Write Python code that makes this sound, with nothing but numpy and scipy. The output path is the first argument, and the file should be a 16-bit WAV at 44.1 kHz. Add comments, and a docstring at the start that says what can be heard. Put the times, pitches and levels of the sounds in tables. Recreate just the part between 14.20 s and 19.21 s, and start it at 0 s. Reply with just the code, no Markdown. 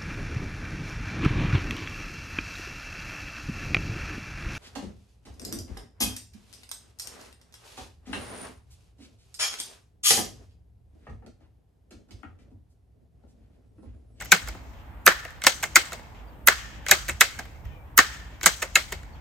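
"""Pumping an air rifle on a lawn

The pump lever of an air rifle swings shut and open two metres from a phone, on a lawn among trees.
Steel links and the wooden grip clack: volleys of micro-impacts ring the modes of each part.
Ground and trunks scatter the clacks back as fading coloured noise.
The piston slides with a faint noise hiss and gliding squeaks, over banded noise of distant traffic.
"""
import sys
import numpy as np
from scipy import signal
from scipy.fft import rfft, irfft, next_fast_len
from scipy.io import wavfile
from scipy.ndimage import uniform_filter1d

SR = 44100
rng = np.random.default_rng(int(sys.argv[2]) if len(sys.argv) > 2 else 0)


def digitize_waveform(pressure):
    """Quantize a signal to 16-bit integers and store it at the path in sys.argv[1].

    Rows of a 2-D input are taken as channels; values are limited to [-1, 1].
    """
    field = np.atleast_2d(pressure).T
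    bounded = np.clip(field, -1, 1)
    quanta = np.round(bounded * 32767).astype(np.int16)
    wavfile.write(sys.argv[1], SR, quanta)


N = 220764  # samples, about 5 s
FFT_SIZE = 2 * next_fast_len((N + 1) // 2, True)
HZ = np.fft.rfftfreq(FFT_SIZE, 1 / SR)
TIME = np.arange(N) / SR

# Modes of each part of the rifle: stock, receiver, grip, linkage, tube, pins; relative levels.
# columns: pitch_hz, level_db, t60_s
STOCK = [(1220, -26, 0.0059), (1272, 0, 0.0081), (1526, -0.5, 0.0096), (1814, -7.5, 0.022)]
RECEIVER = [(2144, -2.5, 0.027), (2158, -3.5, 0.02), (2000, -6, 0.017), (2589, -9.5, 0.026)]
GRIP = [(176, -17.5, 0.15), (366, -5.5, 0.038), (504.6, -11, 0.037), (615, 7.5, 0.012), (810, 5, 0.0089)]
LINKS = [(3134, 4, 0.0061), (3875, -6, 0.014), (4190, -6, 0.0085), (4730, 1, 0.0036)]
TUBE = [(5805, -0.5, 0.0031), (6800, -10, 0.015), (6670, -10, 0.011), (7450, -12.5, 0.0031),
        (7874, -0.5, 0.0024), (8300, -5, 0.0031)]
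PINS = [(9400, -5.5, .003), (11430, -3.5, 0.003), (10580, 3.5, 0.0067), (13100, -3.5, 0.0082),
        (14940, -7.5, 0.0015), (14840, -25.5, 0.002)]
# The parts, in the same order.
# columns: modes, delay_s before it speaks, chatter_share of the contact's chatter length,
#          ground_echo_db, ground_t60_s, trees_echo_db, trees_t60_s
PARTS = [(STOCK, .0012, 0.7, -9, 0.16, -19.5, 0.73), (RECEIVER, 0.0012, 1.1, -6.5, 0.14, -23, 1),
         (GRIP, .002, 2.3, -9, 0.11, -11, 0.21), (LINKS, 0.0008, 0.89, -5, 0.23, -16.5, 0.73),
         (TUBE, 0.00027, 0.49, -6, 0.12, -17.5, .55), (PINS, .0001, 0.19, -25, 0.051, -18.5, 0.06)]

# How each kind of clack unfolds, one row a contact; place is in clack lengths from the clack's time.
# columns: place, stock_db, receiver_db, grip_db, linkage_db, tube_db, pins_db, chatter_s
SHUT = [(-.06, -13, -11.5, -35.5, -18.5, -9, -3, 0.0019), (.1, -5, -13, -29, -17, -20, -10, .0015),
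        (.47, -7.5, -19.5, -14.5, -13.5, -20.5, -33.5, .0028),
        (.63, 1, -12.5, -30, -13, -10.5, -23, 0.0024), (1, -21.5, -39.5, -26.5, -31, -37, -45, 0.0027)]
OPEN = [(0, -13.5, -3, -26, -8.5, -4, -14, 0.0032), (1, -7, -32.5, -26.5, -24.5, -21, -10.5, 0.0072)]
CATCH = [(0, -30.5, -29, -45, -34, -35.5, -44.5, 0.0018), (.93, -28, -28.5, -34.5, -28, -22, -25.5, 0.004),
         (1.3, -25, -26.5, -33, -26.5, -28, -35.5, 0.0058)]
RELEASE = [(0, -4.5, -11.5, -21, -9, -2, -9.5, 0.0043), (1, -11, -7.5, -18, -16.5, -23, -7.5, .0032)]
FOLD = [(-.8, -40, -28, -47, -37, -32, -38, 0.0045), (-0.14, -22.5, -30, -30, -35.5, -27, -30.5, 0.0066),
        (0.93, -26, -23.5, -36, -33.5, -24, -31.5, .004)]
REBOUND = [(0, -28, -32.5, -34.5, -38.5, -36, -36.5, 0.0046),
           (1, -32.5, -33.5, -33.5, -32.5, -30, -31.5, 0.0059)]
TICK = [(0, -44, -49, -51.5, -58, -54.5, -54, 0.0041)]

# When each kind of clack happens; levels are added to those of its contacts.
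# columns: start_s, length_s, level_db, later_contacts_db, brightness_db_per_octave
SHUTS = [(.865, .017, .5, 1, -0.9), (2.274, .0162, -1.5, 1.5, 0.54), (3.7778, .0168, -.5, 3, 0.6)]  # grip slams on the barrel
OPENS = [(.118, 0.0041, -0.5, 5, -0.041), (1.557, 0.0057, 0.56, 2.5, -0.073),
         (3.0086, .0052, 0.36, -0.6, -0.32), (4.555, .0074, -2, -2, -0.76)]  # links reach their stop
CATCHES = [(1.2184, .0208, 0.2, 1, .3), (2.6639, .0216, 5, -3.6, -0.33), (4.211, .0215, -2, 1.8, 0.2)]  # catch slips
RELEASES = [(1.2668, 0.0055, 0.41, -5.5, -.1), (2.7117, .0063, 0.64, -3.1, -.3),
            (4.2595, 0.0062, -0.24, -1, .3)]  # lever comes free
FOLDS = [(0.011, 0.011, -7, -3.5, 0.5), (1.4318, .0065, 2.5, 1, 0.29), (2.8872, .0075, 1.1, 0.4, 0.019),
         (4.4219, .0045, 0.6, 2.5, -0.55)]  # links take up their slack
REBOUNDS = [(.274, 0.011, -4.5, 2.5, 0.084), (1.72, .01, -1.5, -0.5, 0.13), (3.189, .004, 1, -6.5, -0.15),
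            (4.7215, 0.0038, 3, -3, 0.72)]  # links settle after the stop
# Loose single ticks. columns: start_s, level_db, brightness_db_per_octave
TICKS = [(.048, 4, 6), (.056, 7, 4.5), (.3475, 1.5, -3.5), (.923, .6, 8), (1.05, 14, -0.4),
         (1.1054, 0.5, 3), (1.7923, -1, -3), (3.253, 1.8, -.6), (3.453, -2, 0.5), (4.831, -0.5, 2)]
PIVOT_HZ = 2000  # brightness turns about this pitch
LATER_PLACE = 0.2  # contacts beyond this place, in clack lengths, count as later
LEAD_IN_DB, LEAD_IN_S = -21, 0.0028  # noise swells briefly ahead of each contact

# Long rings of the steel after each slam and after each release.
# columns: pitch_hz, width_hz, level_db, t60_s
BARREL_RING = (1780, 190, -41, 1.0)
TUBE_RING = (6150, 500, -38, .5)

# Colour of the piston seal's hiss, dull and bright layers; relative levels.
# columns: pitch_hz, width_hz, level_db
SEAL_LOW = [(900, 1100, -12.5), (2520, 2200, 2.5)]
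SEAL_HIGH = [(6000, 3300, -5.5), (11100, 5000, -23.5)]
# One pump cycle of the piston seal. columns: from_slam_s, hiss_db, brightness_db
CYCLE = [(-.75, -62.5, 6.5), (-.65, -66.5, -1.5), (-0.33, -82, 11), (-0.49, -53, -4), (0.012, -78.5, -7),
         (-0.31, -49.5, 2.5), (.11, -48, 6.2), (.36, -62.5, -5)]
# The cycles; offsets added to the hiss. columns: slam_s, before_slam_db, after_slam_db
CYCLES = [(-.6, 2, 26), (.865, 7.5, -5), (2.2763, 3, 3.5), (3.7767, 3.5, 1.5), (5.28, 4.5, 0)]
# Squeaks of the piston. columns: start_s, end_s, start_hz, end_hz, level_db
SQUEAKS = [(3.47, 3.56, 1860, 1800, -62), (3.47, 3.65, 2500, 2300, -62), (3.47, 3.6, 3080, 2960, -63),
           (2.05, 2.14, 4700, 4350, -75), (.79, .86, 6900, 6700, -72), (4.92, 4.98, 4500, 4300, -70)]

# Spectrum of the distant traffic, relative level per Hz. columns: pitch_hz, level_db
TRAFFIC = [(13, -38), (22, -30.5), (53, 1.5), (161, -16), (190, -18.5), (305, -20.5), (370, -25.5),
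           (872, -22), (1320, -29), (1950, -33), (5890, -59.5), (9960, -50), (11100, -55.5), (15100, -50),
           (16400, -73.5)]
# Relative level of the lowest rumble over time. columns: time_s, level_db
SURGES = [(0.0, -47.5), (0.04, -43.5), (0.21, -47.5), (0.24, -37.5), (0.33, -44.5), (1.35, -49),
          (1.41, -45.5), (2.03, -46.5), (2.87, -42.5), (2.94, -36), (2.99, -47.5), (3.45, -41.5),
          (3.47, -35.5), (3.59, -46.5), (4.36, -43.5), (4.37, -47.5), (4.96, -41.5), (5.0, -46.5)]
TRAFFIC_DB = -43  # RMS ahead of the microphone ports

# The two microphone ports; near is the rifle, diffuse is all that comes from around.
# columns: pitch_hz, right_lead_rad, near_likeness, diffuse_likeness,
#          near_left_minus_right_db, diffuse_left_minus_right_db
PORTS = [(60, 0, .95, .8, -1.5, -.8), (500, -.2, .95, .6, -1.5, -1), (1200, -.2, .93, .1, -1, 0),
         (2200, -.35, .88, .1, .5, 0), (3300, -.2, .7, .1, -4, 1.5), (5600, -1, .4, .1, 0, 7),
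         (7000, 0, .75, .3, 2, 2), (10000, 3.1, .97, .95, 0, 0), (12000, 5.4, .93, .9, 0, 0),
         (13000, 6.1, .95, .97, 0, 0), (14200, 6.5, .93, .95, 0, 0), (16500, 8.6, .8, .7, -1, 0)]
TOP_HZ = 16400  # upper edge of what the phone keeps


def lever():
    """Each contact is a quick volley of micro-impacts that rings all parts; two versions of every part."""
    lead = 1024  # samples kept ahead of a contact for the lead-in
    t = (np.arange(3072) - lead) / SR
    out = np.zeros((len(PARTS), 2, N + 4096))
    for start_s, part_db, chatter_s in contacts():
        for version in range(2):
            for k, ((modes, delay_s, share, *_), db) in enumerate(zip(PARTS, part_db)):
                impacts, scatter = rng.standard_normal((2, len(t)))
                lead_in = undb(LEAD_IN_DB) * np.exp(t / LEAD_IN_S)
                chatter = np.exp(-np.abs(t) / max(chatter_s * share, 1e-4))
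                force = np.where(t < 0, lead_in, chatter)
                clack = signal.fftconvolve(impacts * undb(2.1 * scatter) * force, ring(modes))
                # level of the loudest 2 ms
                peak = np.sqrt(2 * uniform_filter1d(clack ** 2, size=88).max())
                i = int((start_s + delay_s) * SR)
                out[k, version, i:i + len(clack)] += undb(db) / peak * clack
    # each part is cut off a little below its first mode
    cuts = [signal.butter(2, .75 * part[0][0][0], "high", fs=SR, output="sos") for part in PARTS]
    return np.array([signal.sosfilt(cut, part[:, lead:lead + N]) for cut, part in zip(cuts, out)])


def contacts():
    """Every contact as (start s, dB of each part, chatter s); a bright clack favours the high parts."""
    octaves = np.log2([part[0][0][0] / PIVOT_HZ for part in PARTS])
    ticks = [(start_s, 0, db, 0, bright) for start_s, db, bright in TICKS]
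    kinds = [(SHUT, SHUTS), (OPEN, OPENS), (CATCH, CATCHES), (RELEASE, RELEASES),
             (FOLD, FOLDS), (REBOUND, REBOUNDS), (TICK, ticks)]
    found = []
    for kind, clacks in kinds:
        for start_s, length_s, db, later_db, bright in clacks:
            for place, *part_db, chatter_s in kind:
                level_db = bright * octaves + part_db + db + later_db * (place > LATER_PLACE)
                found.append((start_s + place * length_s, level_db, chatter_s))
    return found


def ring(modes, scatter_db=8.0, detune=.03):
    """One blow's answer of a part: every blow finds the modes at other strengths and a little detuned."""
    t = np.arange(1024) / SR
    hz, db, t60 = np.array(modes).T[:, :, None]
    pitch_chance, level_chance, phase = rng.standard_normal((len(modes), 3)).T[:, :, None]
    tone = np.sin(2 * np.pi * (hz * (1 + detune * pitch_chance) * t + phase))
    decay = np.exp(-np.log(1000) * t / t60)
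    return np.sum(undb(db + scatter_db * level_chance) * decay * tone, axis=0)


def steel_ring(clacks, hz, width_hz, db, t60):
    """After each of these clacks a steel part rings on unevenly, as narrow-band noise, and fades."""
    band = irfft(white() / (1 + (2 * (HZ - hz) / width_hz) ** 2))[:, :N]
    since = TIME - np.array(clacks)[:, :1]
    fade = np.sum((since > 0) * undb(db - 60 * np.abs(since) / t60), axis=0)
    return band / band.std() * fade


def yard(parts, gap_s=0.0063):
    """Ground and trunks each hear the rifle from another side: echoes are noise of each part's mean colour."""
    t, out = np.arange(SR) / SR, 0
    for (modes, _, _, *echoes), part in zip(PARTS, parts):
        fade = 0  # power of the echo of one click, ground plus trees
        for db, t60 in (echoes[:2], echoes[2:]):
            fade = fade + undb(2 * db - 120 * t / t60) * 2 * np.log(1000) / t60 / SR
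        arrival = np.clip(t / gap_s, 0, 1)  # echoes build up over the gap
        power = signal.fftconvolve(np.mean(part ** 2, axis=0), fade * arrival)[:N]
        colour = 0  # power spectrum of the modes, smeared by their detuning
        for hz, db, t60 in modes:
            width = np.log(1000) / (np.pi * t60)
            spread = width + .035 * hz
            colour = colour + undb(2 * db) / width / spread / (1 + (2 * (HZ - hz) / spread) ** 2)
        low_cut = HZ ** 2 / (HZ ** 2 + modes[0][0] ** 2)
        noise = irfft(white() * np.sqrt(colour) * low_cut)[:, :N]
        out = out + noise / noise.std() * np.sqrt(np.maximum(power, 0)) * undb(1.5 * walk(160))
    return out


def piston():
    """The seal hisses along the tube, changing in brightness, and at times sticks into a wavering squeak."""
    time_s, hiss_db, bright_db = slide()
    noise = white()
    low, high = seal_noise(noise, SEAL_LOW), seal_noise(noise, SEAL_HIGH)
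    hiss = (low + high * undb(np.interp(TIME, time_s, bright_db))) / low.std()
    hiss *= undb(np.interp(TIME, time_s, hiss_db) + 2.0 * walk(40))
    for start, end, start_hz, end_hz, db in SQUEAKS:
        hz = np.interp(TIME, [start, end], [start_hz, end_hz]) * (1 + .012 * walk(120))
        swell = np.sin(np.pi * np.clip((TIME - start) / (end - start), 0, 1))
        hiss += undb(db + 5 * walk(70)) * swell * np.sin(2 * np.pi * np.cumsum(hz) / SR)
    return hiss


def seal_noise(noise, seal):
    """Rubbing noise shaped by the broad humps of one seal layer."""
    shape = sum(undb(db) / (1 + (2 * (HZ - hz) / width) ** 4) for hz, width, db in seal)
    return irfft(noise * shape)[:, :N]


def slide():
    """The cycle of the seal repeated around every slam: (time s, hiss dB, brightness dB)."""
    return np.transpose([(slam + s, db + (before_db if s < 0 else after_db), bright_db)
                         for slam, before_db, after_db in CYCLES for s, db, bright_db in CYCLE])


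def traffic():
    """Distant rumble in octave bands: the low ones surge, the others drift together and flicker alone."""
    noise = white() * undb(on_log(TRAFFIC, 1, HZ))
    out, swell = 0, walk(0.61)
    octave = np.log2(HZ + 1)
    surge = np.interp(TIME, *np.transpose(SURGES))
    surge -= surge.mean()
    for centre in np.arange(4, 15):  # 2 ** centre Hz
        share = np.clip(1 - np.abs(octave - centre), 0, 1)
        level_db = surge if centre < 7.5 else .6 * swell + 1.5 * walk(6)
        out = out + irfft(noise * share)[:, :N] * undb(level_db)
    return out * undb(TRAFFIC_DB) / out.std()


def ports(pair, diffuse):
    """Two unrelated versions of a sound become left and right with the ports' likeness, balance and phase."""
    table = np.array(PORTS)
    like = np.clip(on_log(table, 2 + diffuse, HZ), 0, 1)
    tilt = undb(on_log(table, 4 + diffuse, HZ) / 2)
    lead = np.exp(1j * np.interp(HZ, table[:, 0], table[:, 1]))
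    mid = rfft(pair[0], FFT_SIZE) * np.sqrt((1 + like) / 2)
    side = rfft(pair[1], FFT_SIZE) * np.sqrt((1 - like) / 2)
    return irfft([(mid + side) * tilt, (mid - side) * lead / tilt])[:, :N]


def white():
    """Spectra of two unrelated white noises."""
    return rfft(rng.standard_normal((2, N)), FFT_SIZE)


def walk(rate):
    """Random levels held 1 / rate s and slewed twice; spread near 1."""
    hold = int(SR / rate)
    steps = np.repeat(rng.standard_normal(N // hold + 1), hold)
    return 1.3 * uniform_filter1d(uniform_filter1d(steps, hold), hold)[:N]


def on_log(table, column, hz):
    """A column of a table read between its frequencies, on a log pitch scale."""
    table = np.asarray(table, float)
    return np.interp(np.log(hz + 1), np.log(table[:, 0]), table[:, column])


def undb(db):
    """Amplitude factor of a level in dB."""
    return 10 ** (np.asarray(db) / 20)


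def scene():
    """The rifle close by; its echoes, the piston and the traffic reach the ports as diffuse sound."""
    parts = lever()
    near = parts.sum(axis=0) + steel_ring(SHUTS, *BARREL_RING) + steel_ring(RELEASES, *TUBE_RING)
    around = yard(parts) + piston() + traffic()
    return ports(near, 0) + ports(around, 1)


def record(dry):
    """The phone clips peaks beyond .93 of full scale, then cuts the top steeply."""
    cut = signal.ellip(10, .2, 70, TOP_HZ, fs=SR, output="sos")
    return signal.sosfilt(cut, np.clip(dry, -.93, .93))


dry = scene()
out = record(dry)
digitize_waveform(out)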